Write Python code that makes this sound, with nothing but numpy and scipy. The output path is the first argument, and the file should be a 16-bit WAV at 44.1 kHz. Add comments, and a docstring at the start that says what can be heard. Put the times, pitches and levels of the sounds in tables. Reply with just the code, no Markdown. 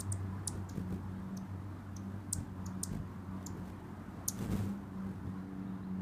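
"""A sharp chip and a hum of wings, right at the microphone: two hummingbirds spar over a hand-held
feeder on a balcony table. Each wing stroke pushes the air and makes the hum; hard turns throw
thumps and puffs of air, and one bird darts past with a whoosh. They scold with very short falling
whistles that echo off the table and walls. Distant traffic and a far songbird lie behind."""
import sys
import numpy as np
from scipy import signal
from scipy.fft import rfft, irfft, next_fast_len
from scipy.io import wavfile
from scipy.ndimage import uniform_filter1d, map_coordinates

SR = 44100
rng = np.random.default_rng(int(sys.argv[2]) if len(sys.argv) > 2 else 0)


def wav_out(sig):
    """Save sig, one row per channel (or a flat mono array), as 16-bit PCM at SR to the path in sys.argv[1]."""
    wavfile.write(sys.argv[1], SR, np.round(np.clip(np.atleast_2d(sig).T, -1, 1) * 32767).astype(np.int16))


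N = 265305

# Distant streets, heard from the balcony. Each row: time in seconds, level in dB.
STREET_LEVEL = [(0, -47.5), (1.7, -50), (3.1, -49), (4.2, -48.5), (4.9, -49), (6.02, -49.5)]
# A far songbird. Each row: start in seconds, length in seconds, mid pitch in Hz, relative level in dB.
PEEPS = [(5.257, 0.022, 3500, -70), (5.368, .03, 4000, -71), (5.665, 0.025, 3750, -69),
         (5.745, .022, 3680, -72), (5.83, 0.02, 4000, -65.5)]
# The balcony's echo. Each row: frequency in Hz, seconds to die away by 60 dB.
BALCONY_T60 = [(300, 0.16), (4000, 0.33), (8000, 0.23), (15000, 0.13)]

# Spectra. Each row: frequency in Hz, relative level per Hz in dB.
TRAFFIC_SPECTRUM = [(20, -30), (33, -33), (50, -5), (100, -1), (200, 1.5), (310, -2), (430, -12.5),
                    (540, -14), (760, -12.5), (1000, -10.5), (1650, -18), (2500, -30.5), (4000, -35.5),
                    (6300, -40.5), (10000, -43), (15000, -45)]  # rumble and tyre noise
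EDDY_SPECTRUM = [(20, -38), (35, -4.5), (52, -0.5), (80, 0), (130, 1), (200, 0.5), (320, -6.5), (500, -23),
                 (900, -22.5), (2000, -47), (5000, -54.5)]  # low eddies shed by the wings
SLAP_SPECTRUM = [(150, -27), (300, -0.5), (420, 1.5), (560, -7), (900, -30), (2000, -50)]  # the brighter part of the thrown air
FEATHER_SPECTRUM = [(300, -28), (700, 16.5), (1400, 12.5), (2500, 6), (5000, 1.5), (8500, 2), (10500, -1.5),
                    (15000, -0.5)]  # air swishing through feathers
THUMP_SPECTRUM = [(25, -39), (50, -1), (105, 4), (160, 6), (220, 2), (280, -6), (420, -11.5), (600, -22),
                  (1000, -49), (2500, -79), (6000, -120)]  # a hard wingbeat

# The hovering bird's pace. Each row: time in seconds, strokes a second (two to a wingbeat).
STROKE_RATE = [(0, 97), (.9, 93.5), (1.02, 94.7), (1.3, 94.4), (2.2, 97.4), (2.7, 92.4), (4.2, 93),
               (4.68, 98), (5.2, 94.2), (5.5, 94.3), (6.02, 94.4)]
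# Its hum at the microphone. Each row: time in seconds, level in dB.
TONE_LEVEL = [(0, -46), (.09, -38.5), (.55, -44), (.68, -44.5), (.9, -42.5), (1.42, -55), (1.52, -42.5),
              (1.9, -46.5), (2.28, -47), (2.48, -50), (2.65, -45.5), (2.76, -48.5), (3.02, -46), (3.2, -50),
              (3.6, -45), (3.7, -57), (4.35, -52), (4.55, -46), (4.65, -40), (4.76, -58), (5.15, -48.5),
              (5.65, -58.5), (6.02, -48)]  # the stroke tone fades as the bird draws away
OCTAVE_LEVEL = [(0, -49), (.22, -57), (.33, -43), (.45, -58), (.72, -50), (.94, -39), (1.02, -53.5),
                (1.2, -45), (1.4, -44), (1.76, -67.5), (2.08, -45), (2.3, -61), (2.66, -43.5), (2.92, -49),
                (3.152, -57.5), (3.35, -46.5), (3.6, -49.5), (3.75, -57), (4.22, -58), (4.35, -41),
                (4.58, -41), (4.645, -45), (4.71, -36), (4.84, -54.5), (4.98, -41), (5.11, -40.5),
                (5.18, -52), (5.3, -45), (5.5, -49.5), (5.68, -42.5), (5.92, -39.5), (6.02, -43)]  # its octave comes and goes as the bird turns
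BUZZ_LEVEL = [(0, -61.5), (1.65, -67), (1.95, -63), (2.25, -61.5), (2.9, -58.5), (4.2, -67), (5.2, -58),
              (5.6, -47.5), (5.88, -57.5), (6.02, -50)]  # the upper buzz
# Sharp turns. Each row: time of the hardest wingbeat in seconds, half length in seconds, wingbeats
# a second, relative levels of thrown air, thump and swish in dB, thump tilt in dB per octave,
# upstroke against downstroke in dB.
SHARP_TURNS = [(0.56, 0.037, 48, -47, -46, -68, -1.5, -18), (0.782, 0.03, 52, -47.5, -38.5, -61, 2.5, -28),
               (.931, 0.04, 55, -43.5, -48, -64.5, 4, -11), (2.388, 0.042, 43.4, -49, -38.5, -68, -5, -15),
               (2.937, 0.038, 52, -49, -36, -62.5, -2, -20), (3.002, 0.022, 46, -71, -36.5, -87, -7, -10),
               (3.579, 0.054, 43.6, -48.5, -44, -71.5, 0.5, -17),
               (3.684, 0.041, 44, -68, -66, -67.5, -2, -10), (5.097, 0.086, 44, -52.5, -53, -71.5, 5, -4),
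               (5.275, 0.027, 45.7, -47, -38.5, -77, -3, -10)]
# One bird darts past the feeder. Each row: time in seconds, wingbeats a second, relative levels of
# thrown air, thump and swish in dB, upstroke against downstroke in dB.
DART = [(4.28, 56, -64, -66, -70, 1), (4.385, 57, -48, -44, -61.5, -9), (4.44, 57.5, -42, -35.5, -54.5, -6),
        (4.485, 54, -48, -39, -64, -8.5), (4.53, 52.4, -38, -32.5, -54.5, -16),
        (4.56, 52, -45, -36.5, -58, -10), (4.6, 51, -41.5, -36, -57, -8), (4.68, 54.3, -45, -61, -63.5, -3),
        (4.78, 49.8, -63, -57, -77, -4)]
# Feather flicks. Each row: start in seconds, level in dB.
FLICKS = [(3.428, -55), (4.39, -42.5)]
# A snapped quill's ring. Each row: frequency in Hz, relative level in dB, seconds to fall 60 dB.
QUILL_MODES = [(3540, -4.5, .02), (6030, -7, 0.023), (8900, -10, .012)]
# Scolding chips; overlapping ones are the two sides of the syrinx, or both birds at once.
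# Each row: start and length in seconds, top and end pitch in Hz, level in dB, place and width of
# the crest as shares of the length, relative levels of octave, rasp and echo in dB.
CHIPS = [(-.002, 0.014, 9780, 3500, -36.5, 0.54, 0.47, -9, -15, -16),
         (0.118, 0.011, 9680, 4620, -30.5, 0.53, 0.26, -15, -28, -17.5),
         (0.4727, 0.0091, 10100, 3200, -26.5, 0.47, 0.47, -13, -20, -16.5),
         (0.6875, 0.013, 7400, 2780, -49, 0.66, 0.45, -15, -9, -7),
         (1.367, 0.011, 6560, 3507, -45.5, 0.55, 0.38, -17, -8.5, -15.5),
         (1.962, 0.01, 6630, 2700, -41.5, 0.5, 0.2, -20, -13.5, -15),
         (2.3252, 0.0099, 10050, 3740, -23.5, 0.57, 0.26, -9, -28, -16),
         (2.6572, 0.0112, 7300, 3580, -44, 0.6, 0.35, -14, -15, -12),
         (2.8302, 0.0084, 9365, 3950, -27, 0.61, 0.42, -11, -18, -15.5),
         (2.8306, 0.0079, 11200, 6260, -39, 0.2, 0.3, -30, -23, -17),
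         (3.4612, 0.0096, 7440, 3600, -38.5, 0.5, 0.5, -9, -20, -13.5),
         (4.2784, 0.0093, 9796, 3480, -18.5, 0.74, 0.07, -8.5, -27, -17),
         (4.2788, 0.0077, 11930, 5700, -29.5, 0.63, 0.55, -30, -23, -13),
         (4.288, 0.0102, 7100, 3330, -41, 0.8, 0.8, -22, -25, -21)]

FLUTTER_DB, RUSTLE_DB = 1.0, 1.0  # quick unevenness of the strokes and of the swish


def amp(db):
    """Decibels to gain."""
    return 10 ** (np.asarray(db) / 20)


def unit(x):
    """Scale to rms 1."""
    return x / np.sqrt(np.mean(x ** 2) + 1e-20)


def along(points, hz):
    """Read (Hz, value) points on a log frequency axis."""
    knots_hz, values = np.transpose(points)
    return np.interp(np.log(hz + 1), np.log(knots_hz + 1), values)


def curves(rows):
    """One value per sample for each column after the time."""
    times, *columns = np.transpose(rows)
    return [np.interp(np.arange(N) / SR, times, column) for column in columns]


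def wobble(rate):
    """A smooth random curve, rate knots a second."""
    return map_coordinates(rng.standard_normal(int(N * rate / SR) + 4), [np.arange(N) * rate / SR])


def filtered(x, response):
    """Filter x by a gain that is a function of frequency."""
    size = next_fast_len(N + SR // 2)
    return irfft(rfft(x, size) * response(np.fft.rfftfreq(size, 1 / SR)), size)[:N]


def coloured(x, spectrum):
    """Shape x by a spectrum, at rms 1."""
    return unit(filtered(x, lambda hz: amp(along(spectrum, hz))))


def phase_of(hz):
    """Running phase in radians."""
    return 2 * np.pi * np.cumsum(hz) / SR


def highpass(x, order, hz):
    """Cut the lows below hz."""
    return signal.sosfilt(signal.butter(order, hz, "high", fs=SR, output="sos"), x)


def add(track, start_s, sound):
    """Mix a sound into the track."""
    at = round(start_s * SR) + np.arange(len(sound))
    inside = (at >= 0) & (at < N)
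    track[at[inside]] += sound[inside]


def traffic():
    """Rumble and tyre noise of distant streets, drifting in patches."""
    bands = signal.stft(rng.standard_normal(N), nperseg=1024)[2]
    patches = uniform_filter1d(rng.standard_normal(bands.shape), size=3, axis=0)
    patch_db = 1.7 * unit(uniform_filter1d(patches, size=5, axis=1))
    noise = signal.istft(bands * amp(patch_db), nperseg=1024)[1][:N]
    level_db = curves(STREET_LEVEL)[0] + 0.6 * wobble(9)
    return amp(level_db) * coloured(noise, TRAFFIC_SPECTRUM)


def wall_echo():
    """The balcony's diffuse tail, at energy 1; each frequency dies at its own speed."""
    hz, t, bands = signal.stft(rng.standard_normal(SR // 2), SR, nperseg=256)
    decay = amp(-60 * t / along(BALCONY_T60, hz)[:, None])
    tail = signal.istft(bands * decay, SR, nperseg=256)[1]
    return unit(tail) / np.sqrt(len(tail))


def balcony(call, echo_db, scatter_t60_s=0.05):
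    """Table and railing throw a call back at once, then the walls answer with a short tail."""
    t = np.arange(SR // 50) / SR
    scatter = rng.standard_normal(len(t)) * amp(-60 * t / scatter_t60_s)
    response = np.zeros(N)
    response[0] = 1  # straight to the microphone
    add(response, rng.uniform(0.0006, 0.0021), amp([-8]))  # one bounce off the table top
    add(response, 0.0005, amp(-13.5) * scatter / np.linalg.norm(scatter))
    add(response, 0.007, amp(echo_db) * wall_echo())
    return signal.fftconvolve(call, response[:SR // 2])


def songbird(rise=0.18):
    """Faint rising peeps from far off, as much echo as direct sound."""
    track = np.zeros(N)
    for start_s, length_s, hz, db in PEEPS:
        progress = np.linspace(0, 1, int(length_s * SR))
        phase = phase_of(hz * (1 + rise * (progress - 0.5)))
        add(track, start_s, amp(db) * np.sin(np.pi * progress) * np.sin(phase))
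    return amp(-4) * (track + signal.fftconvolve(track, wall_echo())[:N])


def downwash(stroke_phase, leave_s=4.64, fade_db_per_s=6):
    """Each hovering wingbeat sheds eddies and a faint swish, which fades as the birds rise away."""
    gone_s = np.maximum(np.arange(N) / SR - leave_s, 0)
    wingbeat = np.abs(np.cos(stroke_phase / 4)) ** 4  # crests every second stroke
    eddies = coloured((1.1 + wingbeat) * rng.standard_normal(N), EDDY_SPECTRUM)
    rustle = amp(RUSTLE_DB * wobble(70)) * rng.standard_normal(N)
    swish = coloured((2.1 + wingbeat) * rustle, FEATHER_SPECTRUM)
    return amp(-52.5 + 0.52 * wobble(6.15)) * eddies + amp(-70.5 - fade_db_per_s * gone_s) * swish


def feather_flicks(tick_t60_s=0.0071):
    """Dry ticks of feathers snapping against each other, with a tiny ring of the quill."""
    track = np.zeros(N)
    t = np.arange(SR // 50) / SR
    ring = sum(amp(db - 60 * t / t60) * np.sin(2 * np.pi * hz * t) for hz, db, t60 in QUILL_MODES)
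    for start_s, db in FLICKS:
        tick = amp(-60 * t / tick_t60_s) * rng.standard_normal(len(t))
        add(track, start_s, amp(db) * (ring + tick))
    return track


def partial(phase, db, waver_db):
    """One harmonic of a wing hum; it wavers as the bird bobs, and no two strokes are equal."""
    return np.sqrt(2) * amp(db + waver_db * wobble(12) + FLUTTER_DB * wobble(40)) * np.cos(phase)


def rival_hum(stroke_hz=104.1, drift=0.0249):
    """The second bird beats a little faster, so the two hums throb against each other."""
    phase = phase_of(stroke_hz * (1 + drift * wobble(6)))
    return (partial(phase, -57.5, waver_db=1.5)
            + partial(2 * phase, -60.5, waver_db=3.5)
            + partial(3 * phase, -80, waver_db=6.5))


def wing_hum(stroke_phase):
    """Close by, each fore and back stroke pushes the air once, giving a tone and its overtones."""
    tone_db, octave_db, buzz_db = (curves(rows)[0] for rows in (TONE_LEVEL, OCTAVE_LEVEL, BUZZ_LEVEL))
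    return (partial(stroke_phase, tone_db, waver_db=1.5)
            + partial(2 * stroke_phase, octave_db, waver_db=1.8)
            + partial(3 * stroke_phase, buzz_db, waver_db=1.5)
            + partial(4 * stroke_phase, buzz_db - 9, waver_db=5)
            + partial(5 * stroke_phase, buzz_db - 19.5, waver_db=3.5))


def wing_thumps(beats, tilt_db, upstroke_db):
    """Hard wingbeats at rms 1: a thump on each downstroke and another on the upstroke between."""
    down, up = (np.diff(np.floor(count), prepend=np.floor(count[0])) for count in (beats, beats + 0.5))
    pushes = -(down + amp(upstroke_db) * up)
    colour = lambda hz: amp(along(THUMP_SPECTRUM, hz) + tilt_db * np.log2(np.clip(hz, 50, 400)))
    return unit(filtered(pushes, colour))


def pulsing(cycles, depth):
    """A gain of rms 1 that peaks once a cycle."""
    return unit(1 + depth * np.exp(-2 * (1 - np.cos(2 * np.pi * cycles))))


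def sharp_turns(recovery=1.08, steepness=1.63, swish_lead_s=0.0047):
    """Each turn builds fast and eases a little more slowly. Gives thumps, air gain and swish gain."""
    t = np.arange(N) / SR
    thumps, air_gain, swish_gain = np.zeros((3, N))
    for peak_s, half_s, rate, air_db, thump_db, swish_db, tilt_db, upstroke_db in SHARP_TURNS:
        offset = (t - peak_s) / half_s
        from_peak = np.where(offset < 0, -offset, offset / recovery)
        effort = np.exp(-np.minimum(from_peak, 10) ** steepness)
        beats = rate * (t - peak_s)
        strokes = effort * pulsing(beats + rate * swish_lead_s, depth=1.7)
        thumps += amp(thump_db) * effort * wing_thumps(beats, tilt_db, upstroke_db)
        air_gain += amp(air_db) * strokes
        swish_gain += amp(swish_db) * strokes
    return thumps, air_gain, swish_gain


def dart(nearest_s=4.536, jitter=0.035):
    """A bird shoots past the microphone and its hum falls. 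Gives thumps, air gain and swish gain."""
    t = np.arange(N) / SR
    rate, air_db, thump_db, swish_db, upstroke_db = curves(DART)
    beats = np.cumsum(rate * (1 + jitter * wobble(45))) / SR
    beats -= np.interp(nearest_s, t, beats)  # a downstroke lands at the closest point
    passing = (t > DART[0][0]) & (t < DART[-1][0])
    strokes = passing * pulsing(2 * beats, depth=0.55)  # both strokes swish alike
    thumps = amp(thump_db) * passing * wing_thumps(beats, tilt_db=-0.5, upstroke_db=upstroke_db)
    return thumps, amp(air_db) * strokes, amp(swish_db) * strokes


def flurries():
    """In the turns and the dart, the same wingbeats thump, throw air and swish through the feathers."""
    thumps, air_gain, swish_gain = np.add(sharp_turns(), dart())
    eddies, slap, feathers = (coloured(rng.standard_normal(N), spectrum)
                              for spectrum in (EDDY_SPECTRUM, SLAP_SPECTRUM, FEATHER_SPECTRUM))
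    rustle_db = RUSTLE_DB * wobble(70) + 1.9 * wobble(900)  # the barbs add a fine grain
    swish = amp(5) * swish_gain * unit(amp(rustle_db) * feathers)
    thrown_air = air_gain * (eddies + amp(-8) * slap)
    return amp(FLUTTER_DB * wobble(29.86)) * thumps + thrown_air + swish


def chip(length_s, top_hz, end_hz, crest, width, octave_db, rasp_db):
    """A whistle holds briefly, then plunges about an octave; low, soft ones arch up and hold longer."""
    sharp_hz, soft_hz = 9630, 6600
    progress = np.linspace(0, 1, int(length_s * SR))
    softness = np.clip((sharp_hz - top_hz) / (sharp_hz - soft_hz), 0, 1)
    hold = 2.19 + 1.04 * softness  # the lower, the later the pitch drops
    plunge_hz = top_hz + (end_hz - top_hz) * progress ** hold
    scoop = 1 - 0.11 * softness * np.exp(-progress / 0.17)
    phase = phase_of(plunge_hz * scoop)
    edges = np.clip(progress / 0.17, 0, 1) * np.clip((1 - progress) / 0.01, 0, 1)
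    swell = 0.22 + 0.84 * np.exp(-((progress - crest) / width) ** 2)
    fade = 1 - 0.4 * progress ** 6
    # overtones and a dry rasp grow as the pitch drops
    third = amp(-19) * progress * np.sin(3 * phase) * (progress > 0.5)
    overtones = 2.26 * progress ** 2 * amp(octave_db) * (np.sin(2 * phase) + third)
    hiss = highpass(rng.standard_normal(len(progress)), order=4, hz=4000)
    rasp = amp(rasp_db) * (progress + 0.5) * hiss
    call = edges * swell * fade * (np.sin(phase) + overtones + rasp)
    return highpass(np.pad(call, (0, SR // 500)), order=6, hz=3300)  # the beak radiates few lows


def scolding():
    """The birds chip from a new place each time, so every call has its own echo."""
    track = np.zeros(N)
    for start_s, length_s, top_hz, end_hz, db, crest, width, octave_db, rasp_db, echo_db in CHIPS:
        call = chip(length_s, top_hz, end_hz, crest, width, octave_db, rasp_db)
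        add(track, start_s, amp(db) * balcony(call, echo_db))
    return track


def scene():
    """One microphone by the feeder: wings up close, calls in the balcony's echo, streets far behind."""
    stroke_hz = curves(STROKE_RATE)[0] * (1 + 0.009 * wobble(14))
    stroke_phase = phase_of(stroke_hz)
    wings = wing_hum(stroke_phase) + rival_hum() + downwash(stroke_phase) + flurries() + feather_flicks()
    return (wings + scolding() + songbird() + traffic())[None]


def record(dry):
    """The microphone dulls the highest treble; the recorder keeps nothing above its band limit."""
    top_hz = 15400
    microphone = lambda hz: amp(along([(13500, -1.0), (top_hz, -4.0)], hz))
    band_limit = lambda hz: np.clip((top_hz - hz) / 400 + 0.5, 0, 1)
    return filtered(dry[0], lambda hz: microphone(hz) * band_limit(hz))[None]


dry = scene()
out = record(dry)
wav_out(out)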